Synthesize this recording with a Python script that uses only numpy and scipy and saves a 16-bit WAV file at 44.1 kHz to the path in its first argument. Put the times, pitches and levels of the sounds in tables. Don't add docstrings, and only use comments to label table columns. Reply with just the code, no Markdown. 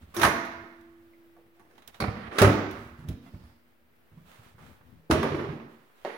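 import sys
import numpy as np
from scipy import signal
from scipy.fft import rfft, irfft
from scipy.io import wavfile
from scipy.ndimage import uniform_filter1d

SR = 44100
rng = np.random.default_rng(int(sys.argv[2]) if len(sys.argv) > 2 else 0)


def boost_factor(decibels):
    exponent = np.asarray(decibels, float) / 20
    return 10 ** exponent


def transcribe(u):
    v = np.clip(np.atleast_2d(u).T, -1, 1)
    q = np.round(v * 32767).astype(np.int16)
    wavfile.write(sys.argv[1], SR, q)


N = 272484


def evened(x):
    return x / np.sqrt(np.mean(x ** 2) + 1e-20)


def read(points, hz):
    f, value = np.transpose(points)
    return np.interp(np.log(hz + 1), np.log(f + 1), value)


def colour(x, points):
    hz = np.fft.rfftfreq(x.shape[-1], 1 / SR)
    return irfft(rfft(x) * boost_factor(read(points, hz)), x.shape[-1])


def band(x, lo_hz, hi_hz):
    sos = signal.butter(2, [lo_hz, hi_hz], "bandpass", fs=SR, output="sos")
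    return evened(signal.sosfilt(sos, x))


def pair(x, same):
    hz = np.fft.rfftfreq(x.shape[-1], 1 / SR)
    alike = np.clip(read(same, hz), -1, 1)
    a, b = rfft(x)
    return irfft(np.array([a, alike * a + np.sqrt(1 - alike ** 2) * b]), x.shape[-1])


def add(mix, s, sound):
    part = mix[:, round(s * SR):][:, :sound.shape[1]]
    part += sound[:, :part.shape[1]]


def arch(start, length, skew, point=1.68):
    out = np.zeros(N)
    part = out[round(start * SR):][:round(length * SR)]
    swing = np.sin(np.pi * np.linspace(0, 1, round(length * SR)) ** skew).clip(0)
    part += (swing ** point)[:len(part)]
    return out


# (frequency [Hz], level [dB per Hz])
FLOOR_COLOUR = [(12, -30.5), (20, 5), (48, -7.5), (85, -29), (130, -17), (178, -23.5), (243, -12),
                (296, -18.5), (460, -16), (961, -22.5), (1780, -21.5), (7050, -42), (13500, -32.5),
                (15900, -27)]
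# (frequency [Hz], likeness [-1 to 1])
FLOOR_SAME = [(60, -1.6), (180, -0.45), (550, 0.37), (1650, -0.2), (4970, 0.28), (15000, -0.5)]


def floor():
    drift = boost_factor(1.0 * evened(uniform_filter1d(rng.standard_normal(N), 8000)))
    hiss = pair(rng.standard_normal((2, N)), FLOOR_SAME)
    return boost_factor(-63.5) * drift * evened(colour(hiss, FLOOR_COLOUR))


# (frequency [Hz], time to fall 60 dB [s])
ROOM_T60 = [(60, 0.27), (150, 0.68), (340, 0.59), (700, 0.78), (1400, 1), (2000, 0.96), (2900, 0.85),
            (5400, 0.81), (10000, 0.3), (14500, .55)]
# (frequency [Hz], level [dB])
ROOM_LEVEL = [(60, -4.5), (200, .5), (380, -2), (600, -4.5), (1200, -8), (2100, -7), (3200, -9.5),
              (5500, -10), (10000, -9)]
# (frequency [Hz], likeness [-1 to 1])
ROOM_SAME = [(60, 0.92), (180, 0.97), (550, 0.69), (1650, -0.22), (4970, 0.094), (15000, -0.5)]


def room(x):
    hz, t, z = signal.stft(rng.standard_normal((4, SR + SR // 4)), SR, nperseg=256)
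    fading = z * boost_factor(-60 * t / read(ROOM_T60, hz)[:, None])
    tail = signal.istft(fading, SR, nperseg=256)[1]
    tail = tail * (1 - np.exp(-np.arange(tail.shape[1]) / (0.00028 * SR))) ** 2
    tail = tail / np.linalg.norm(tail[0])
    bass = signal.sosfilt(signal.butter(2, 600, fs=SR, output="sos"), x[0])
    turn = np.cumsum(0.15 * rng.standard_normal(N))
    wandering = (x[0] - bass) * np.array([np.cos(turn), np.sin(turn)])
    blurred = colour(wandering, [(150, -30), (400, 0)])
    paths = bass + blurred[0], blurred[1]
    tails = [colour(pair(half, ROOM_SAME), ROOM_LEVEL)[:, :SR] for half in (tail[:2], tail[2:])]
    return sum(signal.fftconvolve(path[None], half, axes=1)[:, :N] for path, half in zip(paths, tails))


# (start [s], length [s], rustle level [dB], panel rumble level [dB])
MOVES = [(0.0, 0.079, -63, -54), (0.032, 0.55, -63, -52), (0.462, 0.28, -68, -56.5),
         (0.61, 0.74, -73, -66.5), (1.109, 0.75, -98, -71), (1.532, 0.1, -72, -87.5),
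         (1.6, 0.93, -73, -70.5), (1.872, 0.045, -55, -68), (1.923, 0.097, -63, -74),
         (2.106, 0.087, -78, -52), (2.22, 0.12, -76, -47), (2.646, 0.42, -59, -48.5),
         (2.968, 0.15, -66, -56), (3.067, 0.11, -58.5, -37), (3.207, 0.18, -64.5, -64),
         (3.319, 0.14, -68, -49.5), (3.385, 0.24, -67, -67), (3.646, 0.13, -75, -69),
         (3.74, 0.47, -95, -70.5), (4.083, 0.34, -71.5, -60.5), (4.245, 0.28, -58.5, -71),
         (4.415, 0.19, -62, -63.5), (4.561, 0.29, -61, -56), (4.813, 0.26, -72, -58.5),
         (5.664, 0.19, -66.5, -89), (5.777, 0.25, -70.5, -92), (5.934, 0.33, -63.5, -76)]
# (frequency [Hz], level [dB per Hz])
RUSTLE = [(180, -22.5), (300, -8), (326, -8.5), (360, -4), (1360, -2.5), (1460, -4.5), (3400, -9.5),
          (5080, -18), (14500, -21.5), (16000, -16.5)]
# (frequency [Hz], level [dB per Hz])
RUMBLE = [(18, -37), (30, 3), (75, 9), (165, 0), (253, 0.5), (284, -13.5), (339, -7), (500, -23),
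          (650, -28), (1100, -120)]
# (time [s], left-right level [dB])
PANEL_SIDE = [(0, -2.5), (1.5, -2), (3, -2.5), (3.6, -4), (4.101, -4), (4.5, 7.5), (5, 10.5), (5.3, -1),
              (6.2, -6)]


def rough_grains():
    return rng.standard_normal((2, N)) * boost_factor(2.0 * rng.exponential(1, (2, N)))


def moves():
    lumps = boost_factor(3.0 * evened(uniform_filter1d(rng.standard_normal(N), 900)))
    rumble = evened(colour(rng.standard_normal(N), RUMBLE) * lumps)
    effort = np.zeros((2, N))
    for s, length, rustle_db, rumble_db in MOVES:
        effort += arch(s, length, 0.64) * boost_factor([[rustle_db], [rumble_db]])
    sleeve_side = boost_factor([[-2.5], [2.5]])
    rustle = effort[0] * sleeve_side * evened(colour(rough_grains(), RUSTLE))
    side_db = np.interp(np.arange(N) / SR, *np.transpose(PANEL_SIDE)) / 2
    return rustle + effort[1] * rumble * boost_factor([side_db, -side_db])


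def hinge_hiss():
    centre_hz, width_hz = 4770, 1100
    hiss = band(rough_grains(), centre_hz - width_hz / 2, centre_hz + width_hz / 2)
    return hiss * boost_factor(-76) * arch(3.17, 0.55, 0.83)


# (start [s], length [s], level [dB], from [Hz], to [Hz])
SQUEAKS = [
    (3.254, .07, -79, 10400, 11200),
    (3.428, 0.065, -76, 10650, 11250),
    (6.083, 0.11, -73, 9900, 11000),
    (6.134, 0.059, -69, 10640, 10900),
]


def squeak():
    waver_hz = 90 * evened(uniform_filter1d(rng.standard_normal(N), 120))
    out = np.zeros(N)
    for start, length, db, from_hz, to_hz in SQUEAKS:
        climb = 1 - np.exp(-np.maximum(np.arange(N) / SR - start, 0) / 0.02)
        pitch_hz = from_hz + (to_hz - from_hz) * climb + waver_hz
        out += boost_factor(db) * arch(start, length, 0.9) * np.sin(2 * np.pi * np.cumsum(pitch_hz) / SR)
    return out * boost_factor([[1.5], [-1.5]])


CREAK = 3.255, 0.052, 680, [-60, -65, -64, -70, -71]


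def creak():
    start, length, slip_hz, levels = CREAK
    turns = 2 * np.pi * slip_hz * np.arange(N) / SR
    stack = sum(boost_factor(db) * np.sin((k + 1) * turns) for k, db in enumerate(levels))
    return arch(start, length, 0.66) * stack


HUM_HZ = 242, 336, 672, 1065, 1203
# (level [dB], time to fall 60 dB [s])
HUM = [(-42.5, 1.9), (-44.5, 4.85), (-31.5, 1.1), (-45.5, 0.94), (-49.5, .8)]
# (time [s], frequency [Hz], level [dB], time to fall 60 dB [s])
SHUT_HUM = [
    (2.45, 241.2, -49, 3.28),
    (2.45, 338, -53.5, 3.6),
]


def hum():
    start_s, end_s = 0.18, 2.2
    t = np.arange(end_s * SR - start_s * SR) / SR
    ring = sum(boost_factor(db - 60 * t / t60) * np.sin(2 * np.pi * hz * t) for hz, (db, t60) in zip(HUM_HZ, HUM))
    ring *= 1 + 0.2 * np.sin(2 * np.pi * 4 * t) * np.sin(2 * np.pi * 1.3 * t)
    stilled = signal.windows.tukey(len(t), 0.05) * np.minimum((t[-1] - t) / 0.8, 1)
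    out = np.zeros((2, N))
    add(out, start_s, ring * stilled * boost_factor([[-1.5], [1.5]]))
    for s, hz, db, t60 in SHUT_HUM:
        tone = boost_factor(db - 60 * t / t60) * np.sin(2 * np.pi * hz * t)
        add(out, s, tone[None] * signal.windows.tukey(len(t), 0.3))
    return out


# (time [s], peak level [dB], time to fall 60 dB [s],
# brightness [dB per octave], left-right level [dB])
CLICKS = [(0.145, -37.5, .12, 10, 0), (0.165, -33, 0.053, 2, -9), (0.1966, -27.5, 0.038, -1, 2),
          (0.2151, -26.5, 0.12, 0.5, -10), (0.4483, -46.5, 0.086, 1, -1), (0.81, -60.5, 0.043, 3, -5),
          (1.7547, -59, 0.024, -1.5, 2), (1.779, -55, 0.091, -2.5, -9), (1.8204, -54.5, 0.072, -2.5, -4.5),
          (1.876, -37.5, 0.031, 6.5, -12), (1.943, -49.5, 0.071, -2.5, -8.5),
          (2.4169, -19.5, 0.054, 3.5, -3.5), (2.3834, -26, 0.12, 0, -2.5), (2.71, -41.5, 0.032, 3, -2),
          (3.0858, -41.5, 0.054, 2.5, -6), (5.1119, -28.5, 0.061, -1, 10), (5.229, -32, 0.046, -3.5, 8.5),
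          (5.388, -66, .03, -3, -5), (6.055, -43.5, 0.023, -6.5, 3.5)]
# (frequency [Hz], level [dB per Hz])
CLICK_COLOUR = [(410, -31), (700, -2.5), (1210, -3), (2630, -5.5), (3890, 0), (4210, -12), (5840, -9.5),
                (7890, -19), (11200, -12), (15000, -19.5), (16000, -11.5)]


def clicks():
    out, t = np.zeros((2, N)), np.arange(4096) / SR
    for s, db, t60, tilt, pan_db in CLICKS:
        tilted = [(hz, level + tilt * np.log2(hz / 4000)) for hz, level in CLICK_COLOUR]
        snap = evened(colour(rng.standard_normal((2, len(t))), tilted))
        snap *= boost_factor(db - 60 * t / max(t60, 0.01)) * (1 - np.exp(-t / 0.0007))
        add(out, s, snap * boost_factor([[pan_db / 2], [-pan_db / 2]]))
    return out


# (time [s], frequency [Hz], level [dB], time to fall 60 dB [s], rise [s])
RINGS = [(.162, 340, -23, .5, .02), (0.21, 290, -29.5, .3, 0.0087), (.32, 1600, -33, .12, .004),
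         (.3, 680, -33, 0.42, 0.011), (.232, 794.6, -21.5, 0.16, .002), (.232, 1270, -19, 0.17, .002),
         (0.23, 1590, -23, 0.12, 0.0022), (0.23, 1770, -26, 0.073, .002), (0.24, 239.6, -26, 0.2, 0.0037),
         (0.54, 990, -40, 0.18, .004), (1.945, 719, -56, 0.064, .002), (2.004, 4280, -41.5, 0.15, .002),
         (2.004, 2215, -41, 0.31, .002), (2.0506, 299, -36, 0.42, .01), (2.44, 1280, -24, 0.17, .002),
         (2.44, 889, -28, 0.17, .002), (2.423, 388, -4.5, .13, .008), (2.412, 103, -14.5, .3, 0.0035),
         (2.55, 410, -26, 0.23, .006), (2.575, 1180, -29.5, .1, .004), (2.54, 890, -30, .15, 0.0035),
         (2.42, 580, -21, 0.14, .003), (2.418, 1070, -24.5, 0.11, .002), (2.48, 320, -16, .12, .004),
         (2.485, 430, -15, .13, 0.0073), (2.525, 324, -24.5, 0.099, .004), (3.095, 615, -52, .1, 0.0039),
         (3.1052, 229.6, -37, 0.125, 0.0044), (4.931, 290, -58, 0.36, .03),
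         (5.1008, 335.3, -18, 0.056, 0.0022), (5.1126, 369.4, -17, 0.085, .002),
         (5.1186, 1147, -22, 0.059, 0.0015), (5.14, 629, -23.5, 0.17, 0.0037),
         (5.215, 398, -28, 0.074, .004), (5.34, 401, -27, 0.073, .003), (5.28, 95, -29.5, 0.37, .02),
         (5.43, 400, -30.5, .2, .006), (2.5, 96, -38, 0.46, .02), (4.95, 160, -52, 0.41, .03),
         (1.55, 700, -62, .5, .03)]


def rings():
    out, t = np.zeros((2, N)), np.arange(SR // 2) / SR
    for s, hz, db, t60, rise_s in RINGS:
        swell = 1 - np.exp(-t / max(rise_s, 0.0005))
        tone = boost_factor(db - 60 * t / max(t60, 0.01)) * swell * np.sin(2 * np.pi * hz * t)
        add(out, s, tone[None])
    return out


# (frequency [Hz], likeness [-1 to 1])
NEAR_SAME = [(400, .9), (1000, .15), (3000, 0), (8000, .1), (15000, -.3)]


def blows(hits, body, panel, spread, rise_s, clack_share, tick_share, lead_s, edge_db, dull_db_per_s):
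    out = np.zeros((2, N))
    t = np.arange(16384) / SR
    for s, clack_db, thud_db, t60, centre_hz in hits:
        t60 = max(t60, 0.01)
        tick_db = clack_db + edge_db - min(dull_db_per_s * (s - hits[0][0]), 25.5)
        hz, mode_db = np.transpose(panel + [(centre_hz, 0)])[..., None]
        chance = rng.standard_normal((2, len(hz), 1))
        size = boost_factor(mode_db - spread * abs(np.log2(hz / centre_hz)) + 3.5 * chance[0])
        modes = size * np.sin(2 * np.pi * hz * t + 0.1 * chance[1])
        thud = modes.sum(0) / np.linalg.norm(size)
        thud *= 2 * boost_factor(thud_db - 60 * t / t60) * (1 - np.exp(-t / rise_s))
        add(out, s - lead_s, thud[None])
        crowd = colour(pair(rng.standard_normal((2, len(t))), NEAR_SAME), body)
        clack = boost_factor(clack_db - 60 * t / (clack_share * t60)) * band(crowd, 650, 3600)
        tick = boost_factor(tick_db - 60 * t / (tick_share * t60)) * band(crowd, 3000, 16500)
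        add(out, s, (clack + tick) * (1 - np.exp(-t / 0.00032)))
    return out


# (time [s], clack level [dB], thud level [dB], time to fall 60 dB [s], thud centre [Hz])
STEP_HITS = [
    (6.049, -29, -23, 0.021, 624),
    (6.0545, -27.5, -23.5, 0.018, 690),
    (6.063, -36, -34, 0.021, 608),
    (6.075, -49, -34.5, 0.062, 417),
    (6.096, -40, -37, .07, 447),
]
# (frequency [Hz], level [dB per Hz])
BOARDS = [(88, -47.5), (150, -37.5), (264, -13), (545, 14.5), (941, -7), (1340, -36), (1870, 0.5),
          (2550, -14), (2810, -10.5), (7040, -37), (16000, -75)]
# (frequency [Hz], level [dB])
BOARD_PANEL = [(390, -1.5), (563, -3), (760, -3.5), (900, -15.5)]


def heel():
    step = blows(STEP_HITS, BOARDS, BOARD_PANEL, spread=3.0, rise_s=0.00073, clack_share=0.376,
                 tick_share=0.85, lead_s=0, edge_db=-4.5, dull_db_per_s=2199)
    return signal.sosfilt(signal.butter(3, 230, "highpass", fs=SR, output="sos"), step)


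# (time [s], clack level [dB], thud level [dB], time to fall 60 dB [s], thud centre [Hz])
DOOR_HITS = [(2.99, -60, -47.5, 0.38, 129), (3.04, -55, -40.5, 0.11, 151), (3.091, -59, -29.5, 0.048, 115),
             (3.103, -74, -31.5, 0.07, 244), (3.149, -72, -61, 0.052, 239), (3.262, -57, -59, 0.14, 268),
             (3.342, -55, -36.5, 0.072, 100.8), (3.438, -59, -48, 0.1, 75), (3.497, -61, -58, 0.069, 73.4),
             (4.12, -66, -53.5, 0.087, 94.6), (4.175, -62, -45.5, 0.099, 167),
             (4.393, -62, -50, 0.095, 112.7), (4.547, -65, -52.5, 0.1, 114),
             (4.582, -56.5, -60.5, 0.41, 118.4), (4.629, -53, -63, 0.075, 164),
             (4.679, -58, -76, 0.065, 94.7), (4.81, -56, -56, 0.053, 97.5), (4.959, -76, -58, 0.079, 105)]
# (time [s], clack level [dB], thud level [dB], time to fall 60 dB [s], thud centre [Hz])
SLAM_HITS = [(5.1005, -36, -28, 0.035, 400), (5.104, -27.5, -8.5, 0.024, 341),
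             (5.108, -27.5, -16.5, 0.075, 396.5), (5.111, -16, -12.5, 0.081, 340.3),
             (5.124, -28, -28.5, 0.37, 83.5), (5.15, -47, -23, 0.089, 399.7), (5.186, -59, -31, 0.073, 164),
             (5.23, -27.5, -26, 0.23, 386.2), (5.319, -31.5, -24.5, 0.074, 404),
             (5.346, -34, -18.5, 0.05, 344), (5.39, -34, -31.5, 0.16, 359), (5.44, -40.5, -40.5, 0.24, 125),
             (5.49, -39.5, -33.5, 0.093, 153), (5.52, -43, -34, 0.13, 312), (5.599, -48, -44.5, 0.13, 376)]
# (frequency [Hz], level [dB per Hz])
DOOR = [(180, -33), (300, -37), (354, 4.5), (528, -10), (624, -13), (762, -12.5), (1140, -10), (1610, -17),
        (2100, -19), (10000, -41.5), (16000, -53)]
# (frequency [Hz], level [dB])
HELD_PANEL = [(74, -9), (98, -10), (150, -2), (226, -4), (283, -9.5), (361, -23), (400, -32), (511, -26),
              (604, -22.5)]
# (frequency [Hz], level [dB])
DOOR_PANEL = [(74, -11), (98, -6), (150, -4.5), (226, -2.5), (283, -6), (361, -10), (400, -14.5),
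              (511, -16.5), (630, -16.5)]


def cabinet():
    door = dict(spread=4.1, rise_s=0.0027, clack_share=1.0, tick_share=0.43, lead_s=0.003155)
    handled = blows(DOOR_HITS, DOOR, HELD_PANEL, edge_db=-5.5, dull_db_per_s=4.0, **door)
    slam = blows(SLAM_HITS, DOOR, DOOR_PANEL, edge_db=-3.0, dull_db_per_s=78, **door)
    return handled + slam


# (start [s], length [s], final scrape [dB], final groan [dB],
# swell [dB], extra edge [dB])
DRAGS = [
    (0.14, 0.087, -33, -42, 12, 1),
    (2.295, 0.037, -52.5, -51, 5.5, -10),
    (2.312, .072, -39.5, -36, 8, -10.5),
    (2.325, .06, -50.5, -60, 14, 6.5),
    (2.384, 0.031, -24.5, -32.5, -4.5, 3.5),
    (1.7, 0.11, -68, -63, 1.5, -1),
    (2.15, .14, -46.5, -59, 3, -13),
    (4.945, 0.12, -80, -69, 6, 2),
    (4.585, 0.11, -68, -76, -2.5, -1),
]
# (frequency [Hz], level [dB per Hz])
OVEN = [(180, -53), (300, -4), (405, -1), (528, -12.5), (774, -11.5), (978, -17.5), (1120, -8.5),
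        (1320, -11), (4300, -22), (14700, -47), (16000, -43)]


def drags():
    slips = rng.standard_normal((2, N)) * boost_factor(2.2 * rng.exponential(1, N))
    body = colour(slips, OVEN)
    scrape, bright = band(body, 550, 3300), band(body, 5300, 18000)
    groan = band(band(slips[0], 200, 510), 200, 510)
    out = np.zeros((2, N))
    for s, length, scrape_db, groan_db, swell_db, edge_db in DRAGS:
        at = np.arange(round(s * SR), round((s + length) * SR))
        to_go = np.linspace(1, 0, len(at))
        fade = signal.windows.tukey(len(at), min(0.0044 * SR / len(at), 1))
        push_db = scrape_db - swell_db * to_go
        bright_db = -35.5 + edge_db + 0.85 * (push_db + 21.5)
        out[:, at] += fade * boost_factor(push_db) * scrape[:, at]
        out[:, at] += fade * boost_factor(bright_db) * bright[:, at]
        out[:, at] += fade * boost_factor(groan_db - 2 * swell_db * to_go) * groan[at]
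    return out


# (time [s], clack level [dB], thud level [dB], time to fall 60 dB [s], thud centre [Hz])
OPEN_HITS = [
    (.165, -39.5, -36.5, 0.74, 352),
    (.215, -27.5, -35, 0.26, 201),
    (.2315, -14.5, -32.5, 0.24, 168),
    (.249, -14.5, -21, 0.1, 248),
    (.265, -26.5, -26.5, 0.059, 320),
    (.279, -29.5, -25.5, 0.08, 312),
]
KNOCK_HITS = [
    (.639, -59, -44, 0.085, 338),
    (1.366, -63, -52.5, 0.056, 704),
    (1.385, -73, -53, 0.066, 482),
    (1.595, -57.5, -56, 0.2, 341.6),
    (1.65, -65.5, -62, 0.1, 319.8),
    (1.71, -60.5, -68.5, 0.08, 413.3),
]
PING = [
    (1.132, -92, -61.5, 0.072, 2210),
]
TOUCH_HITS = [
    (2.002, -24.5, -30.5, 0.15, 218),
    (2.024, -21, -20.5, 0.03, 140),
    (2.039, -25, -21, 0.065, 290),
    (2.082, -36, -24, 0.063, 108),
    (2.17, -47, -36.5, 0.062, 200),
]
OVEN_HITS = [
    (2.384, -25, -39, 0.073, 598.4),
    (2.4165, -11.5, -7.5, 0.042, 225.2),
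    (2.4225, -11.5, -11, 0.057, 605.4),
    (2.43, -15, -19.5, 0.092, 300.4),
    (2.445, -17.5, -17, 0.16, 102.1),
    (2.474, -23, -14, 0.086, 300),
    (2.497, -28, -19, 0.071, 384.3),
    (2.527, -30, -21.5, 0.047, 308),
    (2.58, -36, -34, 0.041, 387.6),
]
# (frequency [Hz], level [dB per Hz])
OPEN = [(180, -23), (300, -17), (455, -12.5), (1230, -4.5), (1360, -15), (1600, -5), (2100, -12.5),
        (2840, -19.5), (5900, -5.5), (7320, -17.5), (14700, -18.5), (16000, -35)]
# (frequency [Hz], level [dB per Hz])
TOUCH = [(180, -32.5), (300, -7.5), (418, -18), (565, -13.5), (1320, -18), (1640, -25.5), (2200, -17),
         (2800, -35), (3600, -31.5), (4300, -28), (6200, -46), (16000, -49.5)]
# (frequency [Hz], level [dB])
OVEN_PANEL = [(72, -5), (102, 4.5), (140, -7), (214, 1), (312, -4.5), (355, -3), (393, -9.5), (585, -8),
              (802, -2.5), (890, -4), (1130, -0.5), (1470, -9)]


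def oven():
    metal = dict(spread=7.06, rise_s=0.0034, clack_share=0.75, tick_share=0.9, lead_s=0.002)
    out = blows(OPEN_HITS, OPEN, OVEN_PANEL, edge_db=1.0, dull_db_per_s=128.5, **metal)
    out += blows(KNOCK_HITS, OPEN, OVEN_PANEL, edge_db=-11.5, dull_db_per_s=-4.5, **metal)
    out += blows(PING, OPEN, [(2050, 3), (2400, -1)], edge_db=0, dull_db_per_s=0, **metal)
    out += blows(TOUCH_HITS, TOUCH, OVEN_PANEL, edge_db=-5.0, dull_db_per_s=910.0, **metal)
    out += blows(OVEN_HITS, OVEN, OVEN_PANEL, edge_db=-2.5, dull_db_per_s=119.5, **metal)
    return out


# (frequency [Hz], left-right level [dB])
PORTS = [(60, -1.5), (150, -4), (380, -0.5), (950, -5), (2380, -8.5), (5980, -5.5), (15000, 1)]
# (frequency [Hz], level [dB])
CAPSULE = [(5000, -1), (6500, -1.5), (7800, -4.5), (10000, 5), (12500, -4), (15000, -0.5), (16000, 1)]


def microphone(x):
    half = np.array(PORTS) * [1, 0.5]
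    sides = np.array([colour(x[0], half), colour(x[1], half * [1, -1])])
    return colour(sides, CAPSULE)


def scene():
    hits = oven() + cabinet() + drags()
    tones = rings() + creak()
    snaps = clicks()
    step = heel()
    far = colour(step, [(300, 0.5), (600, -6.0), (1500, 15.5), (4000, 8.0)])
    ringing = room(hits + boost_factor(-7) * tones + far + boost_factor(6.5) * snaps)
    near = microphone(hits + tones + step + ringing)
    return near + snaps + hum() + moves() + hinge_hiss() + floor() + squeak()


def band_limit(x):
    return signal.sosfilt(signal.butter(12, 16510, fs=SR, output="sos"), x)


def record(dry):
    x = signal.sosfilt(signal.butter(3, 58, "highpass", fs=SR, output="sos"), dry)
    x = 1.05 * np.tanh(x / 0.91)
    x = colour(x, [(15850, 0), (16050, -6), (16250, -26), (16450, -40), (16550, -80)])
    mix = x - 0.0005
    return band_limit(mix)


dry = scene()
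out = record(dry)
transcribe(out)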